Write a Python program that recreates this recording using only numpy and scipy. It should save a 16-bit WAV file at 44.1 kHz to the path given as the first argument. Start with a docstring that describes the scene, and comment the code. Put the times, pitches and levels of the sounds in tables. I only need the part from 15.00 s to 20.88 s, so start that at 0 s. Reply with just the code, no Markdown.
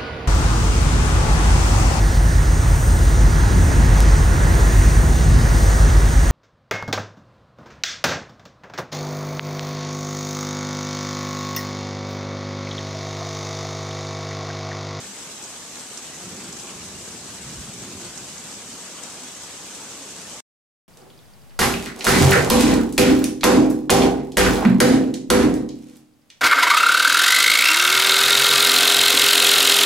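"""Heavy rain on a garden, heard from under a porch roof: far drops merge into a wash of drifting noise,
nearer ones patter as random clicks, fat drips crack and spray, and leaves, pots and bubbles ring as decaying sines.
Far thunder rolls through twice behind it: dulled pulse trains under swelling envelopes, with short low thuds.
The two microphone ports each ring at their own pitch in the treble, which gives the rain its sizzle."""
import sys
import numpy as np
from scipy import signal
from scipy.io import wavfile
from scipy.ndimage import uniform_filter1d

SR = 44100
rng = np.random.default_rng(int(sys.argv[2]) if len(sys.argv) > 2 else 0)


def wrap_up_sound(samples):
    """Save the sound to the file named by the first command line argument, as 16-bit audio."""
    columns = np.atleast_2d(samples).T
    # keep every value between -1 and 1, then stretch to whole-number steps
    tamed = np.clip(columns, -1, 1)
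    steps = np.round(tamed * 32767).astype(np.int16)
    wavfile.write(sys.argv[1], SR, steps)


N = 259299
TIME = np.arange(N) / SR  # seconds


def gain_of(db):
    """Decibels to an amplitude factor: 20 dB is a factor of ten."""
    return 10 ** (np.asarray(db) / 20)


def evened(x):
    """Normalization: scales a signal to rms 1."""
    return x / np.sqrt(np.mean(x ** 2) + 1e-20)


def read(points, hz):
    """Interpolates a table along a logarithmic frequency axis."""
    f, value = np.transpose(points)
    return np.interp(np.log(hz + 1), np.log(f + 1), value)


def add(mix, s, sound):
    """Superposition: adds a stereo sound to the mix in place, from time s."""
    start = max(round(s * SR), 0)
    part = mix[:, start:][:, :sound.shape[1]]
    part += sound[:, :part.shape[1]]


def colour(x, points, size=8192):
    """Minimum-phase filtering: the spectrum alone fixes a causal response, which rings only after a click."""
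    hz = abs(np.fft.fftfreq(size, 1 / SR))
    log_gain = np.log(gain_of(read(points, hz)))
    # the Hilbert transform of the log gain supplies the phase
    response = np.exp(np.conj(signal.hilbert(log_gain)))
    taps = np.fft.ifft(response).real[:size // 2]
    return signal.oaconvolve(x, taps[None], axes=1)[:, :N]


def pair(a, b, likeness):
    """Partial coherence: two channels of the given correlation from two unrelated signals."""
    c = np.clip(likeness, -1, 1)
    return np.array([a, c * a + np.sqrt(1 - c ** 2) * b])


def drift(t, slow_hz, fast_hz, count=30):
    """Random modulation of rms 1: sines of random phase, the slower ones larger."""
    total = 0
    for f in np.geomspace(slow_hz, fast_hz, count):
        total = total + np.sin(2 * np.pi * (f * t + rng.random())) / np.sqrt(f)
    return evened(total)


def impacts(per_s, spread_db):
    """Shot noise: clicks at random times and of random sign, most small and a few large."""
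    size = gain_of(spread_db * np.minimum(rng.exponential(1, N), 4))
    return size * rng.choice([-1, 1], N) * (rng.random(N) < per_s / SR)


def porch(x, wet_db, t60):
    """Reverberation: floor, wall and roof answer with reflections that fall 60 dB in t60 seconds."""
    t = TIME[:SR // 4]
    tail = rng.standard_normal((2, len(t))) * gain_of(-60 * t / t60)
    tail *= t > .002  # the first reflection takes 2 ms
    tail /= np.linalg.norm(tail, axis=1, keepdims=True)
    return x + gain_of(wet_db) * signal.oaconvolve(x, tail, axes=1)[:, :N]


def peal(start, hold):
    """Power envelope of one peal: exponential swell, hold, quick fall and a lingering echo."""
    rise_s, fall_s = 0.11, .11
    echo_db, echo_fall_s = -5, 0.75  # the land throws each peal back as a long, fading grumble
    early = np.maximum(start - TIME, 0)
    late = np.maximum(TIME - start - hold, 0)
    direct = np.exp(-late / fall_s)
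    echo = gain_of(echo_db) * np.exp(-late / echo_fall_s)
    return (np.exp(-early / rise_s) * np.maximum(direct, echo)) ** 2


def paths(db, share, deep_db):
    """Power division: splits a level between dull and bright paths, and adds a deep part."""
    share = np.clip(share, 0, 1)
    return gain_of(db) ** 2 * np.array([[1 - share], [share], [gain_of(deep_db) ** 2]])


def rumble(power, spectrum, likeness):
    """Scattering and absorption: dense pressure pulses, dulled by distance, follow a power envelope."""
    pulses = pair(impacts(900, spread_db=2.0), impacts(900, spread_db=1.5), likeness)
    sound = colour(pulses, spectrum)
    local_power = uniform_filter1d((sound ** 2).mean(0), size=4000)
    return sound * np.sqrt(power / (local_power + 1e-12))


def thunder():
    """Incoherent addition: the powers of overlapping peals sum to a roll with dull, bright and deep parts."""
    # The peals of far thunder. 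Each row: start of the hold in seconds, hold in seconds, level in dB,
    # share of the power on the open, brighter path (0-1), deep end in dB relative to the level.
    peal_rows = [(1.26, 0.25, -42.5, 0.49, -14.5), (1.8, .38, -46.5, .55, -7),
                 (2.45, .24, -43.5, 0.082, -8), (2.82, .23, -43, .7, -11.5), (5.19, 0.14, -54, 0.39, -8.5)]
    # The low grumble that never quite stops: level in dB, brighter share (0-1), deep end in dB relative to it.
    grumble = (-58.5, 0.3, -6.5)
    # Spectra of the three parts. Each row: frequency in Hz, relative spectral level in dB.
    dull_spectrum = [(60, -25), (100, -3.5), (135, -1.5), (180, 3.5), (225, 0), (290, -15.5), (400, -13.5),
                     (800, -33), (1600, -54)]
    bright_spectrum = [(60, -28.5), (110, -7.5), (175, -1), (260, 1.5), (298, -5), (355, 2.5), (430, -7),
                       (500, -12.5), (800, -19.5), (1600, -41.5)]
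    deep_spectrum = [(18, -31), (35, -18.5), (55, -5.5), (70, 2.5), (85, 0), (105, 1), (140, -8.5),
                     (300, -49)]
    power = paths(*grumble)
    for start, hold, *tone in peal_rows:
        power = power + paths(*tone) * peal(start, hold)
    dull, bright, deep = power
    return (rumble(dull, dull_spectrum, likeness=1.0)
            + rumble(bright, bright_spectrum, likeness=0.97)
            + rumble(deep, deep_spectrum, likeness=.85))


def thuds():
    """Wave packets: single shocks stand out of the roll as low sines under Gaussian envelopes."""
    # The dull thuds of the thunder. Each row: time of the peak in seconds, envelope peak in dB, pitch in Hz.
    thud_rows = [(0.095, -41.5, 198), (1.275, -38.5, 177), (1.44, -40.5, 195), (2.454, -41.5, 67),
                 (2.49, -39.5, 138), (2.595, -35, 63), (2.635, -35.5, 145), (2.823, -40, 117.6),
                 (2.955, -43.5, 88), (4.24, -42, 250), (5.021, -42, 273), (5.20, -46, 192)]
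    width_s = 0.021  # from the peak to 1/e
    out = np.zeros(N)
    for at, db, hz in thud_rows:
        t = TIME - at
        envelope = gain_of(db) * np.exp(-(t / width_s) ** 2)
        out += envelope * np.sin(2 * np.pi * (hz * t + rng.random()))
    return out


def bubbles(level_db=-56, per_s=150, low_hz=1500, high_hz=7000, cycles=22, spread_db=3):
    """Damped resonance: drops in puddles trap small bubbles, each ringing briefly at its own pitch."""
    out, t = np.zeros((2, N)), TIME[:SR // 16]
    for when, pitch, size, side in rng.random((int(per_s * N / SR), 4)):
        hz = low_hz * (high_hz / low_hz) ** pitch
        loudness = gain_of(-spread_db * np.log(size + .02))  # a few stand out
        ring = loudness * np.exp(-hz * t / cycles) * np.sin(2 * np.pi * hz * t)  # 1/e after so many cycles
        add(out, when * N / SR, np.outer([side, 1 - side], ring))
    return gain_of(level_db) * evened(porch(out, wet_db=1.5, t60=0.17))


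def plops(level_db=-6, ring_s=0.00095):
    """Heavily damped resonance: a drip on a broad leaf or pot rings for a few cycles at most."""
    # The drips on leaves and pots. Each row: start in seconds, level in dB before level_db is added, ring in Hz.
    plop_rows = [(0.1171, -30, 1700), (0.5048, -29.5, 1160), (1.6931, -26, 2840), (2.6214, -35.5, 1810),
                 (3.0056, -35, 860), (4.7336, -35, 1770)]
    out, t = np.zeros((2, N)), TIME[:SR // 20]
    for s, db, hz in plop_rows:
        ring = gain_of(db + level_db) * np.sin(2 * np.pi * hz * t) * np.exp(-t / ring_s)
        add(out, s, np.array([ring, ring]))
    return porch(out, wet_db=1.5, t60=.12)


def splats(level_db=3, crack_db=6, spray_db=-11, spray_s=0.0068):
    """Impulse and reflection: a fat drip cracks on the paving, echoes off the wall and sprays fading noise."""
    # The fat drips. Each row: start in seconds, level in dB before level_db and the part's own level are added,
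    # left level minus right level in dB.
    splat_rows = [(0.4395, -28.5, -3), (0.795, -28, -2), (0.9749, -24.5, -7), (1.5272, -27, 0),
                  (1.5668, -32.1, -9), (1.5877, -31.5, 7.5), (1.597, -29, -3.5), (2.0792, -32.5, -2),
                  (2.7381, -33, 7.5), (3.1753, -26, -6), (3.38, -30, -5), (3.516, -36, -12),
                  (3.539, -31.5, 5), (4.0357, -29.5, 15), (5.2972, -35.5, 14)]
    # The spectrum of crack and spray. Each row: frequency in Hz, gain in dB.
    crack_spectrum = [(200, -10), (1000, -11), (3500, -6), (5500, 4), (7500, 3.5), (9500, -4.5),
                      (14000, -8)]
    out, t = np.zeros((2, N)), TIME[:SR // 20]
    echo_s, echo_db = .0029, -4
    for s, db, pan_db in splat_rows:
        size = gain_of(db + level_db + np.array([[pan_db], [-pan_db]]) / 2)
        add(out, s, size * gain_of(crack_db))
        add(out, s + echo_s, size * gain_of(crack_db + echo_db))
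        spray = np.exp(-t / spray_s) * rng.standard_normal((2, len(t)))
        add(out, s, size * gain_of(spray_db) * spray)
    return porch(colour(out, crack_spectrum), wet_db=-7.5, t60=.08)


def patter(level_db=-44.0, per_s=1500, spread_db=4.0, clump_db=1.5, side_db=3, count=9):
    """Interaural-style cues: clumped near drops reach one port earlier and louder, by their direction."""
    # The tick of a small drop. Each row: frequency in Hz, relative spectral level in dB.
    tick_spectrum = [(100, -31.5), (500, -5), (1200, -7), (3000, 0), (7000, 3.5), (14000, 0)]
    ticks, coarse = np.zeros((2, N)), TIME[::100]
    for lag in np.arange(count) - count // 2:  # one direction per lag, in samples
        clumps = np.interp(TIME, coarse, drift(coarse, 2, 25))
        train = impacts(per_s / count, spread_db) * gain_of(clump_db * clumps)
        lean = gain_of(side_db * lag / count)
        both = np.array([train * lean, np.roll(train, lag) / lean])
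        # every direction has its own pattern of reflections
        ticks += porch(both, wet_db=0.5, t60=0.11)
    return gain_of(level_db) * evened(colour(ticks, tick_spectrum))


def wash(patchy_db=1.01, grain_db=2.0, flicker_db=0.5, swell_db=0.27, size=1024):
    """Many drops merge into Gaussian noise, with drifting spectral patches, a quick flicker and a slow swell."""
    # The spectrum of far rain. Each row: frequency in Hz, relative spectral level in dB.
    rain_spectrum = [(25, -24), (45, -21.5), (75, -8), (140, -2), (175, -2), (255, 1), (380, -3), (430, -2),
                     (620, -4.5), (1170, -5.5), (1950, -10), (3000, -7.5), (6000, -8.5), (14000, -12)]
    # The left-right likeness of the rain. Each row: frequency in Hz, correlation (0-1).
    rain_likeness = [(60, 0.75), (200, 0.99), (400, 0.92), (700, 0.87), (1260, 0.76), (2330, 0.45),
                     (4300, 0.18), (8000, .05)]
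    level_db = -39.5  # rms level in dB
    hop = size // 4
    t = np.arange(N // hop + 5) * hop / SR
    hz = np.fft.rfftfreq(size, 1 / SR)
    a, b, c, d, broad, narrow = rng.standard_normal((6, len(hz), len(t)))
    # smoothing over frequency, then over time
    broad = uniform_filter1d(uniform_filter1d(broad, size=16, axis=0), size=6, axis=1)
    narrow = uniform_filter1d(uniform_filter1d(narrow, size=3, axis=0), size=9, axis=1)
    broad, narrow = evened(broad), evened(narrow)
    narrow *= np.clip(hz / 1500, 0, 1)[:, None]  # the low murmur stays smooth
    z = pair(a + 1j * b, c + 1j * d, read(rain_likeness, hz)[:, None])
    z *= gain_of(read(rain_spectrum, hz)[:, None] + patchy_db * broad + grain_db * narrow)
    z *= gain_of(flicker_db * drift(t, 4, 30) + swell_db * drift(t, 0.79, 3))
    noise = signal.istft(z, nperseg=size, noverlap=size - hop)[1][:, :N]
    return gain_of(level_db) * evened(noise)


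def scene():
    """Linear superposition: rain far and near, with the thunder behind it."""
    return thunder() + thuds() + bubbles() + plops() + splats() + patter() + wash()


def record(dry):
    """Port resonance and band limiting: each port colours its channel, and the sound stops short."""
    # The colour of the microphone ports. Each row: frequency in Hz, left gain in dB, right gain in dB.
    port_rows = np.array([(60, -3, 0), (500, 1.03, 1.57), (2990, 1, 2), (4350, 0.6, 2), (5640, 2.5, 4.5),
                          (6500, 3.5, 8.5), (7000, 5, 6.5), (8000, 11, -1), (8710, 5.5, -2), (9600, 1, -13),
                          (10500, -3, -8), (12000, -5.5, -18.5), (14100, -7.5, -24)])
    stop_s = 5.405  # seconds
    edge_hz = 14270  # low-pass edge in Hz
    left = colour(dry[:1], port_rows[:, [0, 1]])
    right = colour(dry[1:], port_rows[:, [0, 2]])
    # the brighter port answers sooner: one sample keeps them in step
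    heard = np.vstack([np.roll(left, 1), right])
    heard = heard * gain_of(np.interp(TIME - stop_s, [0, .001, .04], [0, -18, -100]))
    low_pass = signal.firwin(1023, edge_hz, window=("kaiser", 9), fs=SR)
    return signal.oaconvolve(heard, low_pass[None], "same")


dry = scene()
out = record(dry)
wrap_up_sound(out)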